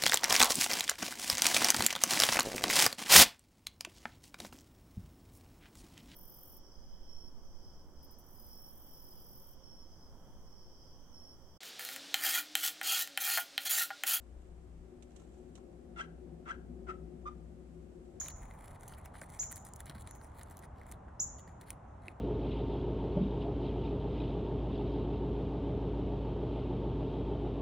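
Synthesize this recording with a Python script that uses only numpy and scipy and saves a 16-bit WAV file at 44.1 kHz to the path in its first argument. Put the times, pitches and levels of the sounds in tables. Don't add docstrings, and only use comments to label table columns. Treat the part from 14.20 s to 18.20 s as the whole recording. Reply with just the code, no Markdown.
import sys
import numpy as np
from scipy import signal
from scipy.fft import rfft, irfft
from scipy.io import wavfile

SR = 44100
rng = np.random.default_rng(int(sys.argv[2]) if len(sys.argv) > 2 else 0)


def wrap_up_sound(samples):
    columns = np.atleast_2d(samples).T
    tamed = np.clip(columns, -1, 1)
    steps = np.round(tamed * 32767).astype(np.int16)
    wavfile.write(sys.argv[1], SR, steps)


N = 176400
T = np.arange(N) / SR

ATTACK_S, CLEARING_S, FLICK_S, RELEASE_S = 0.0069, 0.025, 0.0129, 0.0033
PITCH_SHAKE, LEVEL_SHAKE, SHAKE_HZ = 0.0577, 0.71, 262
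# multiple of the pitch, level/dB
VOICE_OVERTONES = [(2, -23), (3, -30), (4, -34.5), (5, -47), (6, -41.5), (7, -44)]
# f/Hz, width/Hz, gain/dB
THROAT_RESONANCES = [(3180, 370, 11), (4500, 600, -7.5), (5880, 320, 20)]
# multiple of half the pitch, level/dB
BUZZ_TONES = [(1, -6.5), (3, 6.5), (4, -3.5), (5, -2)]
# f/Hz, level/dB
RASP_COLOUR = [(300, -13), (620, -4), (1000, -2.5), (1350, 3), (1700, -5.5), (2050, -1.5), (2350, -14),
               (2650, -9), (3200, -11), (3900, -25), (6000, -19.5), (7200, -21.5), (8800, -21),
               (10500, -63), (13000, -49)]
# share of the chirp's length, gain/dB
BUZZ_SWELL = [(0, -20), (.35, -20), (.52, -4), (.72, -5), (.88, -21), (1.1, -27)]
RASP_SWELL = [(0, -17.5), (.3, -6), (.6, 1.5), (.85, -2.5), (1.1, -9), (1.45, -15.5)]
# t/s, length/s, tone/dB, f/Hz, sag and rise (shares of f), rasp/dB, buzz/dB,
# roughness (0-1), clear by (share of length), tone gain until then/dB, rasp treble/dB, overtones/dB
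CHIRP_NOTES = [(1.76, .06, -39, 1319, .06, 0.22, -48.5, -44, 0.39, 0.82, -11.5, 1.5, 2.5),
               (2.255, .067, -39, 1332, .02, 0.21, -49.5, -50, 0.92, 0.76, -14.5, -4, -3.5),
               (2.667, .049, -40, 1247, 0.119, 0.066, -50.5, -64, 0.6, 0.65, -15, -3, -6),
               (3.054, 0.037, -39.5, 1192, 0, 0.014, -61, -64, 0.74, 0.56, -4.5, 4, -3)]
def chirp(length, tone_db, hz, sag, rise, rasp_db, buzz_db, rough, clear_by, held_db, treble_db,
          overtone_db):
    t = np.arange(0, length + .03, 1 / SR)
    progress, size = t / length, len(t)
    clear = np.clip(1 + (t - clear_by * length) / CLEARING_S, 0, 1)
    shaky = rough * (1 - .77 * clear)
    past_release = t - length + RELEASE_S
    flick = np.sin(np.clip(1 + past_release / FLICK_S, 0, 1) * np.pi / 2) ** 2
    high_start = sag * np.maximum(1 - (progress / .687) ** 2, 0)
    pitch = hz * (1 + high_start + rise * flick + PITCH_SHAKE * shaky * wander(SHAKE_HZ, size))
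    phase = 2 * np.pi * np.cumsum(pitch) / SR
    release = np.exp(-np.maximum(past_release, 0) / RELEASE_S)
    effort = np.minimum(t / ATTACK_S, 1) * amp(held_db * (1 - clear) - flick) * release
    brightness = (release * (clear + .3) / 1.3) ** .68
    tone = np.sin(phase)
    for k, db in VOICE_OVERTONES:
        lift = sum(peak / (1 + ((k * pitch - f) / width) ** 2) for f, width, peak in THROAT_RESONANCES)
        tone += amp(db + lift + overtone_db) * brightness * np.sin(k * phase)
    flutter = 1 + LEVEL_SHAKE * shaky * wander(SHAKE_HZ, size)
    tone = unit(tone) * flutter * effort * amp(tone_db)
    buzz = unit(sum(amp(db) * np.sin(k * phase / 2) for k, db in BUZZ_TONES))
    buzz *= amp(buzz_db + curve(BUZZ_SWELL, progress))
    colour = [(f, db + treble_db * (f > 3000)) for f, db in RASP_COLOUR]
    puffs = (1 + .59 * np.sin(phase / 2)) * amp(1.1 * wander(SHAKE_HZ, size))
    rasp = unit(hiss(colour, size) * puffs) * amp(rasp_db + curve(RASP_SWELL, progress))
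    return tone + buzz + rasp


# f/Hz, left minus right/dB
VOICE_BALANCE = [(700, -2), (1300, 4.5), (1650, 7.5), (2100, -7), (3200, -4), (4500, -8), (6200, -2.5),
                 (9000, 0)]
def place_voice(voice, left_lag_s=0.00023):
    hz = np.fft.rfftfreq(N, 1 / SR)
    side = amp(spectrum(VOICE_BALANCE, hz) / 2)
    lag = np.exp(-2j * np.pi * hz * left_lag_s)
    return irfft(rfft(voice) * np.array([side * lag, 1 / side]), N)


# f/Hz, level/dB
TICK_COLOUR = [(400, 3), (1200, -1.5), (1800, -6.5), (2900, 2), (4000, -1), (4900, -9), (6300, 4.5),
               (7000, 1), (7600, 3.5), (9000, -5.5), (10200, -14), (13000, -27)]
# t/s, level/dB, left minus right/dB, time to fade by 60 dB/s
CLAW_TICKS = [(0.8234, -56.5, -8.5, 0.052), (.905, -70, -12, .03), (0.917, -68, -6, .04),
              (0.961, -56, -6, 0.058), (0.9972, -65.5, -10, .06), (1.016, -69, -4, .05),
              (1.1415, -72, -10, .03), (1.353, -55.5, -4.5, 0.072), (1.376, -61, -6, 0.044),
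              (1.5276, -73, -8, .03)]
def claws(rise_s=0.0015):
    out, t = np.zeros((2, N)), np.arange(4096) / SR
    for start, db, side_db, fade_s in CLAW_TICKS:
        loudness = np.minimum(t / rise_s, 1) * amp(db - 60 * t / fade_s)
        add(out, start, hiss(TICK_COLOUR, len(t)) * loudness * pan(side_db))
    return out


# f/Hz, level/dB
FEATHER_COLOUR = [(800, -13.5), (2800, 5), (5000, -5), (6800, 3), (7700, 9.5), (9000, -7), (11000, -9)]
# t/s, level/dB
BRUSH_LEVEL = [(0, -83), (.14, -86), (.22, -78.5), (.33, -87), (.8, -88), (1.02, -73), (1.06, -79.5),
               (1.16, -75.5), (1.32, -85), (1.7, -99), (4, -83.5)]
def feathers():
    grainy = hiss(FEATHER_COLOUR, N) * amp(2.2 * wander(70, N))
    return unit(grainy) * amp(curve(BRUSH_LEVEL, T)) * pan(-2.5)


# t/s, level/dB
FOOT_KNOCKS = [(.998, -62), (1.018, -60), (1.379, -56)]
# f/Hz, gain/dB, time to fade by 60 dB/s
WALL_NOTES = [(780, -5.5, 0.055), (1053, -4, 0.042), (1340, -7, 0.053)]
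def knocks(blows, notes, rise_s):
    out, t = np.zeros((2, N)), np.arange(SR // 2) / SR
    for start, level in blows:
        ring = sum(amp(level + db - 60 * t / fade_s) * np.sin(2 * np.pi * (hz * t + rng.random()))
                   for hz, db, fade_s in notes)
        add(out, start, ring * np.minimum(t / rise_s, 1) * pan(6.4))
    return out


# f/Hz, gain/dB, time to fade by 60 dB/s
BOX_NOTES = [(167.3, -0.71, 0.32), (244.4, 0, 0.33), (365.2, 0.21, 0.16)]
# t/s, level/dB, most stirred f/Hz
PUSHES = [(.712, -44, 352), (1.185, -44.5, 340), (2.115, -41.5, 162), (2.485, -39, 207), (2.68, -36.5, 370),
          (3.025, -43, 367)]
def bumps(reach_octaves=0.24):
    out = 0
    for start, level, push_hz in PUSHES:
        notes = [(hz, db - 10 * np.log10(1 + (np.log2(hz / push_hz) / reach_octaves) ** 4), fade_s)
                 for hz, db, fade_s in BOX_NOTES]
        out += knocks([(start, level)], notes, rise_s=0.021)
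    return out


# delay/s, gain/dB, left minus right/dB
BOUNCES = [(.0105, -14, 6), (.045, -22, -0.5)]
def close_echoes(voice):
    out = amp(-16) * echo(voice, [(1000, .06)])
    for delay, db, side_db in BOUNCES:
        add(out, delay, amp(db) * pan(side_db) * voice)
    return out


# f/Hz, time to fade by 60 dB/s
ROOM_FADE = [(300, 0.22), (1100, 0.3), (1600, 0.37), (3000, 0.36), (9000, 0.1)]
def echo(sound, fade_times):
    shape = (2, SR // 2)
    taps = rng.choice([-1., 1.], shape) * (rng.random(shape) < 3000 / SR)
    hz, t, bands = signal.stft(taps, SR, nperseg=128)
    fade = amp(-60 * t / spectrum(fade_times, hz)[:, None])
    tail = signal.istft(bands * fade, SR, nperseg=128)[1]
    tail /= np.linalg.norm(tail, axis=1, keepdims=True)
    return signal.fftconvolve(sound, tail, axes=1)[:, :N]


# t/s, gain/dB
HUM_SWELL = [(0, -0.5), (.7, -2.5), (1.5, -7.5), (2.1, -3), (2.6, -0.5), (3.2, 1), (3.7, -5.5), (4, -7)]
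def hum(hz=60.06, waver=.28, waver_hz=8.9):
    phase = 2 * np.pi * hz * T
    tone = np.sin(phase) * (1 + waver * wander(waver_hz, N))
    tone += np.cos(phase) * waver * wander(waver_hz, N)
    return unit(tone) * amp(-53.5 + curve(HUM_SWELL, T)) * pan(7.7)


# f/Hz, width/Hz, level/dB
ROOM_NOTES = [(164.8, 6.3, -60), (191.2, 11, -67), (223.7, 17, -65.5), (244.7, 6.6, -63.5), (272, 33, -68),
              (350, 26, -60), (368.3, 7.3, -60.5), (428, 63, -71.5), (536, 42.6, -69.5), (723, 61, -71.5)]
# t/s, gain below 300 Hz/dB, gain above/dB
RUMBLE_SWELL = [(0, -11, -8), (.55, -5.5, -7), (.75, -5, -3), (1.6, -2, 0.5), (2.1, 1, 2), (2.4, 4, 1),
                (2.72, 1.5, 3), (3.1, 2.5, 0), (3.5, 0, -5), (4, -1, 2.5)]
def rumble():
    out = 0
    for hz, width, db in ROOM_NOTES:
        swell_db = curve(RUMBLE_SWELL, T, column=1 if hz < 300 else 2)
        out += amp(db + swell_db) * surrounding_noise(lambda f: 1 / (1 + ((f - hz) / width) ** 2))
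    return out


# t/s, level/dB
HANDLING_LEVEL = [(0, -76), (.12, -72), (.17, -57), (.36, -58), (.48, -70), (.6, -58), (.68, -74), (4, -76)]
def handling():
    deep = surrounding_noise(lambda f: f / (10 + f) / (1 + (f / 35) ** 3))
    return amp(curve(HANDLING_LEVEL, T)) * deep


# f/Hz, level/dB
HUSH_COLOUR = [(8, -31.5), (25, -11), (42, -2), (85, 2.5), (120, -7.5), (300, -9), (600, -14.5),
               (1000, -22), (2000, -29.5), (4000, -37.5), (6000, -38), (7800, -36.5), (9000, -36.5),
               (10000, -45), (12500, -44.5)]
def room_hush():
    return amp(-59.5) * surrounding_noise(lambda f: amp(spectrum(HUSH_COLOUR, f)))


# f/Hz, likeness of the two sides (0-1), left minus right/dB
STEREO_SPREAD = [(60, 1, 2.5), (120.6, 0.76, -1.5), (226, 0.95, 7.5), (405, 0.6, 8.5), (837, 0, 1.5),
                 (1640, 0, 3.5), (3200, 0.017, 0), (6460, 0.047, -1.5), (12000, 0, 1)]
def surrounding_noise(gain):
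    hz = np.fft.rfftfreq(N, 1 / SR)
    left, other = rfft(rng.standard_normal((2, N)))
    alike = spectrum(STEREO_SPREAD, hz)
    side = amp(spectrum(STEREO_SPREAD, hz, column=2) / 2)
    right = alike * left + np.sqrt(1 - alike ** 2) * other
    return unit(irfft(np.array([left * side, right / side]) * gain(hz), N))


def hiss(colour, size):
    hz = np.fft.rfftfreq(size, 1 / SR)
    return unit(irfft(rfft(rng.standard_normal((2, size))) * amp(spectrum(colour, hz)), size))


def wander(rate_hz, size):
    hz = np.fft.rfftfreq(N, 1 / SR)
    return unit(irfft(rfft(rng.standard_normal(N)) / (1 + (hz / rate_hz) ** 4), N))[:size]


def amp(db):
    return 10 ** (np.asarray(db) / 20)


def unit(x):
    return x / np.sqrt(np.mean(abs(x) ** 2) + 1e-20)


def curve(points, at, column=1):
    columns = np.transpose(points)
    return np.interp(at, columns[0], columns[column])


def spectrum(points, hz, column=1):
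    columns = np.transpose(points)
    return np.interp(np.log(hz + 1), np.log(columns[0] + 1), columns[column])


def pan(db):
    return amp(np.array([[db], [-db]]) / 2)


def add(mix, start_s, sound):
    part = mix[:, round(start_s * SR):][:, :sound.shape[1]]
    part += sound[:, :part.shape[1]]


def scene():
    voice = np.zeros((2, N))
    for start, *settings in CHIRP_NOTES:
        add(voice, start, chirp(*settings))
    voice = place_voice(voice)
    bird = voice + claws() + feathers() + knocks(FOOT_KNOCKS, WALL_NOTES, rise_s=0.0015) + bumps()
    echoes = close_echoes(voice) + amp(-18.5) * pan(5) * echo(bird, ROOM_FADE)
    return bird + echoes + room_hush() + hum() + rumble() + handling()


def record(dry):
    low_pass = signal.firwin(511, 12700, window=("kaiser", 9), fs=SR)
    return signal.oaconvolve(dry, low_pass[None], "same")


dry = scene()
out = record(dry)
wrap_up_sound(out)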